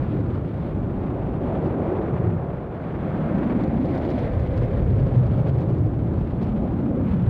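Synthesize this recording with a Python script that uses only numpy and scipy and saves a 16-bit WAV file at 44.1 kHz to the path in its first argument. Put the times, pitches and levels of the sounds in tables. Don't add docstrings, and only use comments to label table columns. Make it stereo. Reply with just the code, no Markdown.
import sys
import numpy as np
from scipy import signal
from scipy.fft import rfft, irfft
from scipy.io import wavfile
from scipy.ndimage import uniform_filter1d

SR = 44100
rng = np.random.default_rng(int(sys.argv[2]) if len(sys.argv) > 2 else 0)


def generate_wav(sig):
    pcm = np.round(np.clip(np.atleast_2d(sig).T, -1, 1) * 32767).astype(np.int16)
    wavfile.write(sys.argv[1], SR, pcm)


N = 321489
TIME = np.arange(N) / SR
HZ = np.maximum(np.fft.rfftfreq(N, 1 / SR), 1.)

# t/s, level/dB, half-width/s, f/Hz
GUSTS = [(.1, -5, .2, 111), (0.114, 2.5, 0.049, 2480), (.12, 5, .08, 4300), (0.196, 6.5, .08, 324),
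         (0.357, 4.5, .04, 1220), (0.748, 2.5, 0.069, 45), (.95, -3.5, .3, 70.1), (1.176, 6, 0.061, 597),
         (1.3, 2, .3, 2700), (1.52, 2.5, 0.046, 600), (1.801, 5.5, 0.055, 200), (1.933, 3.5, .05, 340),
         (1.66, 3.5, .08, 242), (1.86, -3, 0.053, 330), (2.002, -3.5, 0.072, 170), (2.223, 4.5, 0.11, 137),
         (2.28, 3.5, .1, 85), (2.3, 1, 0.085, 312), (3.052, 4.5, .15, 331.4), (3.511, 3.5, .15, 281),
         (3.602, -4.5, 0.27, 96), (3.775, 6, 0.11, 182), (3.9, 1.5, 0.23, 182), (3.7, 4, 0.029, 2000),
         (3.872, -4, 0.05, 1500), (3.962, 3.5, .04, 1800), (4.047, -7, 0.057, 171), (4.1, 2, .2, 576),
         (4.118, 2.5, .15, 4000), (4.2, 0.5, .08, 910), (4.28, 2, 0.036, 2000), (4.4, 8, 0.098, 90.5),
         (4.56, 3, .15, 160), (4.58, 2, .01, 1200), (4.8, 3, .25, 372), (4.802, -3.5, 0.065, 59.4),
         (4.986, 3.5, 0.063, 98.8), (5.055, -3.5, .25, 42.1), (5.2, 0, .3, 200), (5.26, 3.5, .05, 1390),
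         (5.48, 3, .04, 2500), (5.61, 2.5, .02, 2600), (5.648, -2, .025, 2500), (5.8, 5, 0.066, 100),
         (5.793, 2, .15, 62), (6.054, 6.5, .06, 106), (6.14, 2, .05, 1500), (6.2, 6, 0.12, 256),
         (6.254, -5.5, 0.11, 159), (6.443, 2, .04, 2180), (6.49, 0, .03, 3500), (6.548, 6, 0.27, 64.6),
         (6.637, 8, 0.037, 635), (6.961, 11, 0.083, 490), (7.071, 4.5, 0.068, 2500), (7.1, 2, 0.071, 4500)]
# t/s, then level/dB at each of SHADE_HZ
SHADE = [(0, 1, 3, -1), (.8, 5, 1, 1.5), (1.8, 1, -3.5, -0.5), (2.6, 3.5, -1, -0.5), (3.2, 3, -2, -1),
         (4.2, 1, 1.5, 1.5), (5, 2, 1.5, 0.5), (5.8, 1.5, 0, 0.5), (6.3, 1.5, -1.5, 0),
         (7.29, -0.5, 3.5, -2.5)]
SHADE_HZ = [300, 900, 2800]
# f/Hz, level/dB, phase/rad, coherence/0-1
LEFT_TONE = [(30, -1.5, -1.2, 1), (65, -4, -0.4, .95), (111, -4.5, -0.62, 1), (148, -7.5, -.69, 1),
             (186, -7.5, -.8, .83), (220, -9.5, -1, 0.9), (258, -14.5, 0.42, 0.9), (302, -9, 0.74, 0.9),
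             (372, -6, -0.33, 0.8), (484, -10.5, -0.12, 0.5), (534, -8.5, 0.21, .72), (624, -6, -0.32, 0.7),
             (760, -6.5, 0.51, 1), (920, -7.5, 0.38, .62), (1050, -4, 1, 0.4), (1280, -3, 1.0, 0.4),
             (1490, -4, 0.53, 0.6), (2100, -5, .2, 0.2), (2500, -5, 0.73, 0.5), (2950, -5, -0.12, .4),
             (3460, -5.5, 0.94, .16), (4200, -4.5, -.5, 0.5), (5400, -1, 0, 0)]
# f/Hz, level/dB
EXHAUST_EQ = [(15, -31), (40, -8), (80, -1), (125, -0.5), (230, -4.5), (310, -6), (370, -8), (450, -12.5),
              (540, -12), (640, -16), (940, -23.5), (1400, -30.5), (2000, -36.5), (2300, -37), (2600, -40),
              (3500, -46), (4600, -58), (5600, -69.5), (8000, -77.5)]
# t/s, then level/dB of rumble, growl, roar, tearing and sizzle, at RIDE_HZ
EXHAUST_RIDES = [(0, -1, 5, -2.5, 2, 0), (.5, -5.5, -0.5, -3.5, -3, -2), (1.1, 1.5, -3.5, 1, -0.5, -4),
                 (1.5, -2, -2.5, 4.5, 1.5, -1.5), (1.95, -3.5, -2.5, 7.5, 6, -0.5),
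                 (2.3, -5.5, -2, 1.5, 2, -5.5), (2.7, -7, -13, -1, -1, -6), (2.95, -5, -6.5, 1, 4, -0.5),
                 (3.4, -1.5, -0.5, 5, 5.5, 1.5), (3.8, 0, -1, 3.5, -2, 2.5), (4.15, -3, 1.5, 0, -4, 3),
                 (4.4, 5, 0, -2, -3.5, 1.5), (4.95, 11, 5, -2.5, -1.5, 1.5), (5.6, 1.5, 2.5, 0.5, -3, -2),
                 (5.9, -2, 4.5, -3, -3.5, -4), (6.449, 3, -0.5, 0, -3, -1), (6.8, -2.5, 0, 0.5, -2, -2.5),
                 (7.29, -0.5, 9.5, -5.5, 0.5, -0.5)]
RIDE_HZ = [45, 90, 750, 1500, 4100]
# t/s, lower f/Hz, lower level/dB, upper f/Hz, upper level/dB
HUMPS = [(0, 125, 5, 320, -2), (.5, 140.8, 0.5, 330, -0.5), (1.1, 255, 5.5, 625, -3),
         (1.801, 189.3, 0.5, 359.5, 4.5), (2.25, 140.3, 8.5, 391, 2.5), (2.699, 163, 4, 462, 0.5),
         (3.2, 174, 8.5, 603, 1.5), (3.599, 231, 5.5, 594, -1.5), (4.1, 329, 6.5, 552, 3.5),
         (4.35, 100.5, 1.5, 533, 6.5), (4.949, 117, 6, 484, 5), (5.501, 140, 9, 463, 2),
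         (5.949, 109.3, 1, 296, 1), (6.5, 197.7, 8, 575, -1.5), (6.95, 263.3, 11, 605, -3.5),
         (7.29, 127.5, 5, 490, 2.5)]
# t/s, level/dB, treble tilt/(dB per octave)
SHOCKS = [(.2, -52, -5), (0.361, -54.5, 0), (1.6613, -45.5, -2.5), (3.3832, -53, 8), (3.429, -54.5, -3),
          (3.5194, -54, -7), (3.608, -53.5, 11.5), (3.6381, -47, 2), (3.8571, -46, 3.5), (3.902, -55.5, 0),
          (3.9209, -50.5, -0.5), (3.9389, -50, -2), (3.9527, -42, 1.5), (3.978, -40.5, 1),
          (4.0222, -47, 3.5), (4.051, -43.5, 2), (4.103, -39, 2.5), (4.1202, -46.5, -2), (4.19, -42, 2),
          (4.2162, -51, -3.5), (4.249, -56, 3.5), (4.2714, -46.5, -8), (4.338, -51.5, -3.5),
          (4.3994, -48.5, 8), (4.4647, -51.5, -0.5), (4.544, -51, -4), (4.578, -39.5, 2.5),
          (4.6324, -47.5, 5), (4.7746, -50.5, -5.5), (4.993, -45.5, -10), (5.069, -47.5, 2),
          (5.185, -56, -1), (5.2344, -49, -1.5), (5.269, -44, -1), (5.33, -57, -3), (5.385, -52, -6),
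          (5.468, -49, -1), (5.483, -48, 0.5), (5.4952, -40.5, -7), (5.54, -55.5, 3), (5.585, -46.5, -3),
          (5.6087, -47, 3.5), (5.62, -49.5, 2.5), (5.6984, -48, 3), (5.784, -49, 6), (5.858, -52, -1.5),
          (6.139, -48.5, -11), (6.19, -50, -4.5), (6.31, -52, -2.5), (6.422, -49.5, 3), (6.431, -43, 0),
          (6.445, -47.5, 1.5), (6.469, -50.5, -0.5), (6.49, -50, 1), (7.127, -50.5, -1.5)]
# f/Hz, level/dB
SHOCK_EQ = [(500, -13), (1500, 2), (2800, -0.5), (4500, -2.5), (5600, -10), (8000, -21), (14000, -34.5)]

GROWL_DB = -25.5
HUMP_OCTAVES, GUST_OCTAVES = .33, .45
HOLLOW_DEPTH, HOLLOW_RATIO = .44, .66
RASP_HZ, RASP_DB, RASP_AT_S, RASP_WIDTH_S = 1890, 7, 4.17, .78
SURGE_DB, SURGE_WIDTH_S, SURGE_ABOVE_HZ = 2.5, .014, 503
SMALL_DB, SMALL_PER_SIZZLE = -81, 1.8
SWARM_DB, SWARM_WIDTH_S = -24.5, .018
TAIL_RISE_S, TAIL_T60_S = .0005, .059
SNAP_DB, SNAP_DECAY_S = 16.5, .00004
LEFT_LAG_S, TILT_TOP_HZ = 8 / SR, 7000
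SATURATION, HIGH_CUT_HZ = .6, 13400


def undb(db):
    return 10 ** (np.asarray(db) / 20)


def on_log(hz, points_hz, values):
    return np.interp(np.log(hz), np.log(points_hz), values)


def eq(x, table):
    return irfft(rfft(x) * undb(on_log(HZ, *np.transpose(table))), N)


def band(x, low_hz, high_hz):
    return signal.sosfiltfilt(signal.butter(2, [low_hz, high_hz], "band", fs=SR, output="sos"), x)


def bell(offset, width):
    return np.exp(-(offset / width) ** 2)


def lanes(table):
    times, *columns = np.transpose(table)
    return np.array([np.interp(TIME, times, column) for column in columns])


def wobble(rate_hz):
    hold = int(SR / rate_hz)
    steps = np.repeat(rng.standard_normal(N // hold + 1), hold)
    return 1.3 * uniform_filter1d(uniform_filter1d(steps, hold), hold)[:N]


def around_shocks(sizes, width_s):
    t = TIME[::64]
    bells = bell(t[:, None] - np.transpose(SHOCKS)[0], width_s)
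    return np.interp(TIME, t, bells @ sizes)


def shifting_air(hz):
    t = TIME[::256]
    at_s, db, width_s, centre_hz = np.transpose(GUSTS)
    gusts = bell(t[:, None] - at_s, width_s) @ (db * bell(np.log2(hz / centre_hz), GUST_OCTAVES))
    shade = np.interp(t, np.transpose(SHADE)[0], [on_log(hz, SHADE_HZ, row[1:]) for row in SHADE])
    return np.array([np.interp(TIME, t, side) for side in (gusts + shade, gusts)])


def left_side(direct, scattered):
    hz, db, phase, coherence = np.transpose(LEFT_TONE)
    coherence = np.clip(on_log(HZ, hz, coherence), 0, 1)
    turn = np.exp(1j * (on_log(HZ, hz, phase) - 2 * np.pi * HZ * LEFT_LAG_S))
    blend = coherence * turn * rfft(direct) + np.sqrt(1 - coherence ** 2) * rfft(scattered)
    return irfft(undb(on_log(HZ, hz, db)) * blend, N)


def exhaust_roar():
    direct, scattered = (eq(rng.standard_normal(N), EXHAUST_EQ) for _ in range(2))
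    growl = irfft(rfft(direct) * ((HZ > 85) & (HZ < 170)), N)
    spectrum = undb(GROWL_DB) / np.std(growl) * rfft([left_side(direct, scattered), direct])
    flutter_db = 1.8 * wobble(rate_hz=14) + 3.03 * wobble(rate_hz=130) * np.array([[.6], [1]])
    rides_db = lanes(EXHAUST_RIDES)
    lower_hz, lower_db, upper_hz, upper_db = lanes(HUMPS)
    hollow = (HOLLOW_RATIO * upper_hz, -HOLLOW_DEPTH * (lower_db + upper_db))
    rasp = (RASP_HZ, RASP_DB * bell(TIME - RASP_AT_S, RASP_WIDTH_S))
    surge_db = np.minimum(around_shocks(np.full(len(SHOCKS), SURGE_DB), SURGE_WIDTH_S), 6)
    roar = 0
    for hz in 16 * 2 ** (np.arange(29) / 3):
        window = np.cos(np.pi / 2 * np.clip(3 * np.log2(HZ / hz), -1, 1)) ** 2
        place = on_log(hz, RIDE_HZ, np.arange(len(RIDE_HZ)))
        below = min(int(place), len(RIDE_HZ) - 2)
        db = (below + 1 - place) * rides_db[below] + (place - below) * rides_db[below + 1]
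        for centre_hz, peak_db in ((lower_hz, lower_db), (upper_hz, upper_db), hollow, rasp):
            db += peak_db * bell(np.log2(hz / centre_hz), HUMP_OCTAVES)
        treble_db = hz / (hz + 2600) * flutter_db + hz / (hz + SURGE_ABOVE_HZ) * surge_db
        roar += irfft(spectrum * window, N) * undb(db + shifting_air(hz) + treble_db)
    return roar


def crests(roar):
    body = band(roar, 120, 1300)
    strength = np.sqrt(uniform_filter1d(body ** 2, 4000) + 1e-9)
    return body / strength, strength


def steepen(roar, crackle_db):
    swing, strength = crests(roar)
    drive = np.clip(undb(uniform_filter1d(crackle_db, 12000) + 70.5), .15, 1)
    peaky = band(.13 * drive * strength * swing ** 2, 100, 2500)
    bunched = .4 * drive * np.clip(np.roll(swing, 15, axis=-1), -2, 3) * band(roar, 1500, 9000)
    return roar + peaky + bunched


def small_shock_level():
    sizzle_db = lanes(EXHAUST_RIDES)[-1]
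    bed_power = undb(SMALL_DB + SMALL_PER_SIZZLE * sizzle_db) ** 2
    swarm_power = around_shocks(undb(np.transpose(SHOCKS)[1] + SWARM_DB) ** 2, SWARM_WIDTH_S)
    return 10 * np.log10(bed_power + swarm_power)


def small_shocks(level_db, swing):
    size_db = np.minimum(2.5 * rng.exponential(size=N), 9)
    chance = 260 / SR * np.exp(1.1 * np.roll(swing, 8))
    hits = (rng.random(N) < chance) * undb(size_db)
    fade = undb(-60 * TIME[:600] / .008)
    envelope = signal.fftconvolve(hits, fade)[:N]
    crackle = eq(envelope * rng.standard_normal((2, N)), SHOCK_EQ)
    return crackle * undb(level_db) / np.std(band(crackle, 4200, 8000))


def loud_shocks():
    length, pre_roll = 4096, 64
    t = TIME[:length]
    octaves = np.log2(np.clip(np.fft.rfftfreq(length, 1 / SR), 1000, TILT_TOP_HZ) / 3500)
    envelope = (1 - np.exp(-t / TAIL_RISE_S)) * undb(-60 * t / TAIL_T60_S)
    snap = undb(SNAP_DB) * np.exp(-t / SNAP_DECAY_S)
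    cracks = np.zeros((2, N))
    for at_s, db, tilt_db in SHOCKS:
        tail = envelope * rng.standard_normal((2, length))
        burst = np.roll(snap + tail, pre_roll, axis=-1)
        start = int(at_s * SR) - pre_roll
        cracks[:, start:start + length] += undb(db) * irfft(rfft(burst) * undb(tilt_db * octaves))
    return eq(cracks, SHOCK_EQ)


def scene():
    roar = exhaust_roar()
    swing, _ = crests(roar[1])
    crackle_db = small_shock_level()
    direct, scattered = loud_shocks() + small_shocks(crackle_db, swing)
    crackle = np.array([left_side(direct, undb(-5.5) * scattered), direct])
    return steepen(roar, crackle_db) + crackle


def record(dry):
    power = uniform_filter1d(np.mean(dry ** 2, axis=0), 1500) + 1e-9
    treble = band(dry, 3500, 7000)
    treble_power = uniform_filter1d(np.mean(treble ** 2, axis=0), 500) / np.mean(treble ** 2)
    hiss = eq(rng.standard_normal((2, N)), [(2000, -21), (5000, 2), (13000, -3)])
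    hiss *= undb([[-62], [-59.5]]) * power ** .25 * treble_power ** .11 / np.std(hiss)
    rounded = SATURATION * np.tanh((dry + hiss) / SATURATION)
    return signal.sosfilt(signal.ellip(8, .2, 60, HIGH_CUT_HZ, fs=SR, output="sos"), rounded)


dry = scene()
out = record(dry)
generate_wav(out)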